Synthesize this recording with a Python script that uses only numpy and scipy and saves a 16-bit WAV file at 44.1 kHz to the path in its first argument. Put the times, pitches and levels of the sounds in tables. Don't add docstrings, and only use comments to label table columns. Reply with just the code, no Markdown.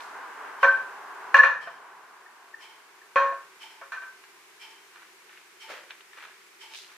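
import sys
import numpy as np
from scipy import signal
from scipy.fft import rfft, irfft, next_fast_len
from scipy.io import wavfile
from scipy.ndimage import uniform_filter1d, minimum_filter1d

SR = 44100
rng = np.random.default_rng(int(sys.argv[2]) if len(sys.argv) > 2 else 0)


def store_wav(level_fs):
    pcm = np.round(np.clip(np.atleast_2d(level_fs), -1, 1) * 32767)
    wavfile.write(sys.argv[1], SR, pcm.T.astype(np.int16))


N = 307369
T = np.arange(N) / SR


def from_db(db):
    return 10 ** (np.asarray(db) / 20)


def rms_one(x):
    return x / np.sqrt(np.mean(x ** 2) + 1e-20)


def at_hz(points, hz):
    points = np.array(points)
    return np.interp(np.log(np.maximum(hz, 1)), np.log(points[:, 0]), points[:, 1])


def add(out, start_s, sound):
    at = round(start_s * SR)
    out[:, max(at, 0):at + sound.shape[-1]] += sound[..., max(-at, 0):N - at]


def low_pass(x, hz, order=2):
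    return signal.sosfilt(signal.butter(order, min(hz, .45 * SR), fs=SR, output="sos"), x)


def radiate(x, hz):
    return signal.sosfilt(signal.butter(2, hz, "high", fs=SR, output="sos"), x)


def hump(hz, width_hz):
    return lambda f: 1 / np.sqrt(1 + ((f * f - hz * hz) / (f * width_hz + 1e-9)) ** 2)


def wobble(size, hz):
    return rms_one(low_pass(rng.standard_normal(size), hz))


def stroke(t, rise_s, fall_s):
    return np.exp(-.5 * (np.minimum(t, 0) / rise_s) ** 2 - np.maximum(t, 0) / fall_s)


# freq_hz, likeness (0-1)
DIFFUSE_LIKENESS = [(50, .6), (300, 0.6), (1000, 0.4), (2500, 0), (4500, 0), (9000, 0)]
NEAR_LIKENESS = [(50, .7), (200, 1), (600, 0.8), (1500, 0.71), (2600, 0.65), (4500, 0.15), (8000, 0)]


def noise(size, colour, likeness):
    padded = next_fast_len(size)
    f = np.arange(padded // 2 + 1) * SR / padded
    mid, side = rfft(rng.standard_normal((2, padded)))
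    alike = np.clip(at_hz(likeness, f), 0, 1)
    both = np.sqrt(1 + alike) * mid + np.sqrt(1 - alike) * side * [[1], [-1]]
    return rms_one(irfft(both * colour(f), padded)[:, :size])


# peak_s, level_db
CAR_SURGES = [(.2, 2), (.46, 4), (1.27, 2)]
SURGE_S = 0.074
CAR_DB, CAR_LEAVES_S, CAR_RECEDE_S = -42.5, 1.685, 0.29
CAR_FALLOFF = 0.98


def car_gain():
    distance = np.hypot(1, np.maximum(T - CAR_LEAVES_S, 0) / CAR_RECEDE_S)
    surges_db = sum(db * np.exp(-((T - s) / SURGE_S) ** 2) for s, db in CAR_SURGES)
    return from_db(CAR_DB + surges_db) / distance ** CAR_FALLOFF


# freq_hz, relative_level_db_per_hz
TYRE_SPECTRUM = [(35, -74), (60, -42), (128, -43.5), (315, -15.5), (349, -22), (387, -10), (547, -15),
                 (808, -5), (1030, 0.5), (1320, -6), (1590, -2.5), (1790, -10), (3670, -31), (8000, -50),
                 (10400, -68), (17600, -120)]


def tyre_roar(sway_db=-0.5, nearest_s=0.55, turn_s=.25, split_hz=1100):
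    tyres = noise(N, lambda f: from_db(at_hz(TYRE_SPECTRUM, f)), NEAR_LIKENESS)
    dull = low_pass(tyres, split_hz, order=1)
    sway = from_db(sway_db * np.tanh((T - nearest_s) / turn_s))
    return car_gain() * (dull / sway + (tyres - dull) * sway)


def engine(level_db=-76, hz=160, passing_s=1.65, passage_s=0.22):
    hum = noise(N, lambda f: hump(hz, 50)(f) ** 2, NEAR_LIKENESS)
    return from_db(level_db) * hum / np.hypot(1, (T - passing_s) / passage_s)


# freq_hz, relative_level_db_per_hz
AIR_SPECTRUM = [(15, -75.5), (25, -29.5), (85, -30), (122, -33.5), (156, -23.5), (227, -19.5), (281, -25.5),
                (313, -10.5), (389, -6.5), (567, -19), (1050, -11.5), (1450, -7.5), (2230, -6),
                (3440, -13.5), (6550, -16), (12000, -21.5), (15500, -27.5)]


def room_air(level_db=-55.0):
    return from_db(level_db) * noise(N, lambda f: from_db(at_hz(AIR_SPECTRUM, f)), DIFFUSE_LIKENESS)


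def ventilation(level_db=-71, hz=385):
    return from_db(level_db) * noise(N, lambda f: hump(hz, 70)(f) ** 2, NEAR_LIKENESS)


# freq_hz, level_db (before focus), free_t60_s
CANISTER_MODES = [(491, -18, 0.55), (551.2, -4.5, 0.38), (660, -22, 0.74), (745, -15, 0.15),
                  (893, -15.5, 0.31), (990, -7.5, 0.51), (1088, -0.1, 0.42), (1143, -10, 0.3),
                  (1196, -20, 0.15), (1359, -19, 0.2), (1374, -21.5, 0.6), (1544, -12, 0.89),
                  (1510, -11.5, 0.39), (1640, -12, 0.47), (1774, -12, 0.45), (1816, -20, 0.38),
                  (1765, -28.5, 0.13), (2310, -17.5, .25), (2490, -9, 0.2), (2450, -26.5, 0.36),
                  (2366, -29.5, 0.24), (2780, -17.5, 0.069), (2870, -23, 0.15), (3176, -18, 0.2),
                  (3500, -32.5, .24), (3780, -31.5, .24), (4170, -22, 0.16), (5820, -36, .3)]


def damped_body(f, width_hz):
    return np.sqrt(sum(hump(hz, width_hz)(f) ** 2 for hz, db, t60 in CANISTER_MODES))


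# peak_s, level_db, rise_s, centre_hz
RUBS = [(0.03, -55.5, 0.045, 4500), (5.021, -55, 0.058, 1550), (5.34, -55.5, .035, 1880),
        (5.905, -53, 0.014, 1920), (6.24, -48, 0.054, 1700), (6.772, -45, 0.032, 3800),
        (6.94, -56.5, 0.048, 1460)]
RUB_FALL_S = 0.084
GRIT_PER_S, GRIT_DB = 44, 6


def rubs(width=1.0, grain_db=1.5, grain_hz=200, grit_s=0.0035, damping_hz=40):
    out, t = np.zeros((2, N)), T[:SR] - 1 / 4
    for peak_s, level_db, rise_s, hz in RUBS:
        grain = from_db(grain_db * wobble(len(t), grain_hz))
        slide = grain * noise(len(t), lambda f: hump(hz, width * hz)(f) ** 2, NEAR_LIKENESS)
        hits = (rng.random(len(t)) < GRIT_PER_S / SR) + 1e-18
        catches = signal.lfilter([1], [1, -np.exp(-1 / (grit_s * SR))], hits)
        body = noise(len(t), lambda f: hump(hz, width * hz)(f) * damped_body(f, damping_hz), NEAR_LIKENESS)
        rub = slide + from_db(GRIT_DB) * catches * body
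        add(out, peak_s + t[0], from_db(level_db) * stroke(t, rise_s, RUB_FALL_S) * rub)
    return radiate(out, 250)


# freq_hz, width_hz (before the 1.27 power), level_db, lateness_s
CLOCK_CASE = [(896, 45, -11, 0.022), (2120, 1600, -8.5, 0.0068), (2323, 160, -10.5, 0.0018),
              (3105, 130, -7, 0.0011), (4400, 740, -17.5, 0.0013), (5350, 360, -15, 0),
              (8000, 2800, -19.5, 0.00054)]
FIRST_TICK_S, TICK_PERIOD_S, TICK_DB = .629, .9987, -42


def clock(rise_s=0.014, fall_s=0.072, settle_s=0.087, settle_db=-9):
    out, t = np.zeros((2, N)), T[:SR * 2 // 3] - 1 / 20
    for tick_s in np.arange(FIRST_TICK_S, T[-1], TICK_PERIOD_S):
        for hz, width_hz, case_db, late_s in CLOCK_CASE:
            step = stroke(t - late_s, rise_s, fall_s)
            settle = stroke(t - late_s - settle_s, rise_s, fall_s)
            level = from_db(TICK_DB + case_db) * np.hypot(step, from_db(settle_db) * settle)
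            case = noise(len(t), lambda f: hump(hz, width_hz)(f) ** 1.27, NEAR_LIKENESS)
            add(out, tick_s + t[0], level * case)
    return out


# freq_hz, relative_level_db_per_hz
CLATTER_SPECTRUM = [(100, -44.5), (300, -19.5), (430, -15.5), (520, -2), (620, -11.5), (800, -9), (1000, 0),
                    (1800, 3.5), (2080, -5.5), (2450, -4.5), (3000, -15.5), (3600, -15.5), (4300, -14),
                    (5000, -23), (6000, -17), (8000, -28.5), (15000, -40)]
# freq_hz, t60_s
CLATTER_DECAY = [(150, 1), (500, 0.44), (1500, 0.46), (2700, 0.31), (7000, 0.51), (15000, 0.44)]


def shell_clatter(t, length, valley=0.4, cluster_hz=35):
    def colour(f):
        return from_db(at_hz(CLATTER_SPECTRUM, f)) * np.hypot(valley, damped_body(f, cluster_hz))

    spectrum = rfft(noise(len(t), colour, NEAR_LIKENESS))
    f = np.arange(spectrum.shape[1]) * SR / len(t)
    octave = np.log2(np.clip(f, 125, 16000) / 125)
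    out = 0
    for k in range(8):
        band = irfft(spectrum * np.maximum(1 - abs(octave - k), 0), len(t))
        t60_s = at_hz(CLATTER_DECAY, 125 * 2 ** k) * length
        out = out + band * from_db(-60 * t / t60_s)
    return out


EDGE_RING_DB, CENTRE_RING_DB = -18.5, 4.5
EDGE_FOCUS, CENTRE_FOCUS = .6, 1.5
CHOKE_AFTER_S, CHOKE_DB_PER_S = 0.15, 76
EAR_PHASE_RAD = .18


def mode_ring(t, clatter_db, centred, length, scatter_db=1.24, grip=1.43):
    hz, mode_db, t60_s = np.transpose(CANISTER_MODES)[:, :, None]
    signs = (-1) ** np.arange(len(CANISTER_MODES))[:, None]
    ring_db = clatter_db + EDGE_RING_DB + centred * (CENTRE_RING_DB - EDGE_RING_DB)
    focus = EDGE_FOCUS + centred * (CENTRE_FOCUS - EDGE_FOCUS)
    strength, skew = rng.standard_normal((2, len(CANISTER_MODES), 1))
    start_db = ring_db + focus * mode_db + scatter_db * strength
    choke_db = CHOKE_DB_PER_S * np.maximum(t - CHOKE_AFTER_S, 0)
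    fade = signs * from_db(start_db - 60 * (t / (t60_s * length)) ** grip - choke_db)
    phase = EAR_PHASE_RAD * np.tanh(skew) * np.sqrt(hz / 1400)
    return np.array([(fade * np.sin(2 * np.pi * hz * t + side * phase)).sum(0) for side in (1, -1)])


def stool_thump(t, thump_hz=158, thump_s=0.1):
    thump = noise(len(t), lambda f: hump(thump_hz, 40)(f) ** 2, NEAR_LIKENESS) * np.exp(-t / thump_s)
    shudder = from_db(-6) * noise(len(t), hump(45, 70), DIFFUSE_LIKENESS) * np.exp(-t / 0.054)
    return (thump + shudder) * -np.expm1(-t / 0.045)


# start_s, level_db, centredness (0 edge, 1 middle), contact_cutoff_hz,
# ring_length (multiplies the free t60)
CLANKS = [(0.6291, -14, 0.71, 2700, 0.45), (0.640, -22.5, .4, 2500, 1.3), (1.343, -11.5, 0.67, 8076, 0.61),
          (1.366, -11.5, 0.44, 7000, 0.76), (1.433, -10.5, 0.12, 3000, 0.94),
          (1.673, -23.5, 0.31, 800, .35), (3.158, -19, 0.89, 3800, 1.14), (3.216, -30.5, 0.66, 2330, 0.98),
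          (3.322, -32.5, 0.085, 800, .35), (3.8135, -35.5, .3, 1210, 0.58), (3.920, -32.5, 0, 9100, 0.91),
          (4.020, -41, 0, 2660, 1.02)]
THUMP_DB = -47.5
RIM_HZ, RIM_DB, RIM_T60_S, SOFT_CONTACT_HZ = 682, -5.5, 0.15, 800
EDGE_BASS_HZ, CENTRE_BASS_HZ = 910, 229


def clanks(crack_db=-19, crack_s=0.0045):
    out, t = np.zeros((2, N)), T[:SR * 4 // 7]
    for start_s, clatter_db, centred, contact_hz, length in CLANKS:
        ring = mode_ring(t, clatter_db, centred, length)
        crack = from_db(crack_db) * noise(len(t), hump(3500, 4000), NEAR_LIKENESS) * np.exp(-t / crack_s)
        rattle = from_db(clatter_db) * (shell_clatter(t, length) + crack)
        steel = (ring + rattle) * -np.expm1(-t / 0.00029)
        stool = from_db(clatter_db + THUMP_DB) * stool_thump(t)
        rim_gain = (1 - centred) * SOFT_CONTACT_HZ / contact_hz
        rim_fade = from_db(clatter_db + RIM_DB - 60 * t / RIM_T60_S)
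        rim = rim_gain * rim_fade * np.sin(2 * np.pi * RIM_HZ * t)
        bass_hz = EDGE_BASS_HZ * (CENTRE_BASS_HZ / EDGE_BASS_HZ) ** centred
        steel = radiate(low_pass(steel, contact_hz, order=1), bass_hz)
        add(out, start_s, steel + radiate(rim, CENTRE_BASS_HZ) + stool)
    return out


def lid_tone(envelope, hz, waver_rad=.22, flutter_db=0.76):
    size = len(envelope)
    phase = 2 * np.pi * hz * T[:size] + waver_rad * wobble(size, 72)
    level = envelope * from_db(flutter_db * wobble(size, 130))
    return level * np.sin(phase + np.array([[.2], [-.2]])) * from_db([[.4], [-.4]])


# start_s, pitch_hz, level_db, first_swell_width_s, loss_per_beat_db
SONGS = [(0.632, 1546, -12.5, 0.012, 11), (1.343, 1729, 2, 0.0091, 15.5), (3.922, 1543, -33, .011, 6)]
FIRST_SWELL_S, BEAT_S = .0065, 0.0516
FIRST_SWELL_DB = -1.66
OVERTONE_RATIO, OVERTONE_DB, OVERTONE_T60_S = 1.605, -23, .38


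def lid_song(count=4, broadening=0.37, attack_s=0.0016):
    out, t = np.zeros((2, N)), T[:SR // 2]
    for start_s, hz, level_db, swell_s, loss_db in SONGS:
        swells = 0
        for k in range(count):
            u = (t - FIRST_SWELL_S - k * BEAT_S) / (swell_s * (1 + k) ** broadening)
            swell_db = -loss_db * (k - 1) if k else FIRST_SWELL_DB
            swells = swells + from_db(swell_db) * np.exp(-u ** 2)
        overtone = from_db(OVERTONE_DB - 60 * t / OVERTONE_T60_S)
        tones = lid_tone(swells, hz) + lid_tone(overtone, OVERTONE_RATIO * hz)
        add(out, start_s, from_db(level_db) * tones * -np.expm1(-t / attack_s))
    return out


def workshop(x, t60_s=0.44, gap_s=0.0082):
    t = T[:SR * 2 // 3]
    tail = noise(len(t), hump(1400, 5000), NEAR_LIKENESS) * from_db(-60 * t / t60_s) * (t > gap_s)
    return signal.fftconvolve(x, tail / np.sqrt(np.sum(tail ** 2) / 2), axes=1)[:, :N]


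# peak_s, level_db
PINGS = [(1.4383, -4), (2.265, -40), (2.545, -30.5), (3.019, -44)]
PING_HZ, PING_S = 1793, 0.0044


def pings():
    out, t = np.zeros((2, N)), T[:SR // 5] - 1 / 20
    for peak_s, level_db in PINGS:
        add(out, peak_s + t[0], lid_tone(from_db(level_db) * np.exp(-(t / PING_S) ** 2), PING_HZ))
    return out


# start_s, level_db, centre_hz
TAPS = [(4.238, -42, 1900), (4.959, -41, 1800), (5.293, -44, 1690), (5.374, -42, 2000),
        (5.906, -32.5, 2500), (6.007, -43, 2500), (6.132, -40.5, 2030), (6.186, -44, 1800),
        (6.249, -39, 1710), (6.746, -36, 3370)]
TAP_ATTACK_S = .0005


def taps(width=0.63, fall_s=0.0028, tail_db=-15, tail_s=0.025, damping_hz=40):
    out, t = np.zeros((2, N)), T[:SR // 3]
    decay = np.exp(-t / fall_s) + from_db(tail_db) * np.exp(-t / tail_s)
    envelope = decay * -np.expm1(-t / TAP_ATTACK_S)
    for start_s, level_db, hz in TAPS:
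        def colour(f):
            return hump(hz, 2 * width * hz)(f) ** 2 * damped_body(f, damping_hz)

        add(out, start_s, from_db(level_db) * noise(len(t), colour, NEAR_LIKENESS) * envelope)
    return radiate(out, 450)


# freq_hz, relative_level_db_per_hz
PAT_SPECTRUM = [(50, -48), (150, -35), (300, -16), (540, 0), (800, -8), (1200, -5.5), (1800, -2),
                (2800, -9), (4500, -16.5), (12000, -31.5)]
PAT_S, PAT_DB, PAT_RISE_S, PAT_FALL_S = 5.712, -38.5, 0.015, 0.072


def pat(grain_db=1.5, grain_hz=200):
    out, t = np.zeros((2, N)), T[:SR] - 1 / 4
    grain = from_db(grain_db * wobble(len(t), grain_hz))
    skin = grain * noise(len(t), lambda f: from_db(at_hz(PAT_SPECTRUM, f)), NEAR_LIKENESS)
    add(out, PAT_S + t[0], from_db(PAT_DB) * stroke(t, PAT_RISE_S, PAT_FALL_S) * skin)
    return radiate(out, 200)


def scene():
    background = tyre_roar() + engine() + room_air() + ventilation()
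    song = lid_song() + pings()
    hands = rubs() + taps() + pat()
    return background + hands + clock() + clanks() + song + from_db(-11) * workshop(song)


CUTOFF_HZ = 15700


def record(dry, limit_db=0.0, release_db_per_s=2.5):
    over_db = np.maximum(20 * np.log10(np.abs(dry).max(0) + 1e-9) - min(limit_db, 0), 0)
    ahead_db = -minimum_filter1d(-over_db, size=160)
    duck_db = np.maximum.accumulate(ahead_db + release_db_per_s * T) - release_db_per_s * T
    held = dry * from_db(-uniform_filter1d(duck_db, size=160))
    return signal.sosfilt(signal.cheby2(24, 50, CUTOFF_HZ, fs=SR, output="sos"), held)


dry = scene()
out = record(dry)
store_wav(out)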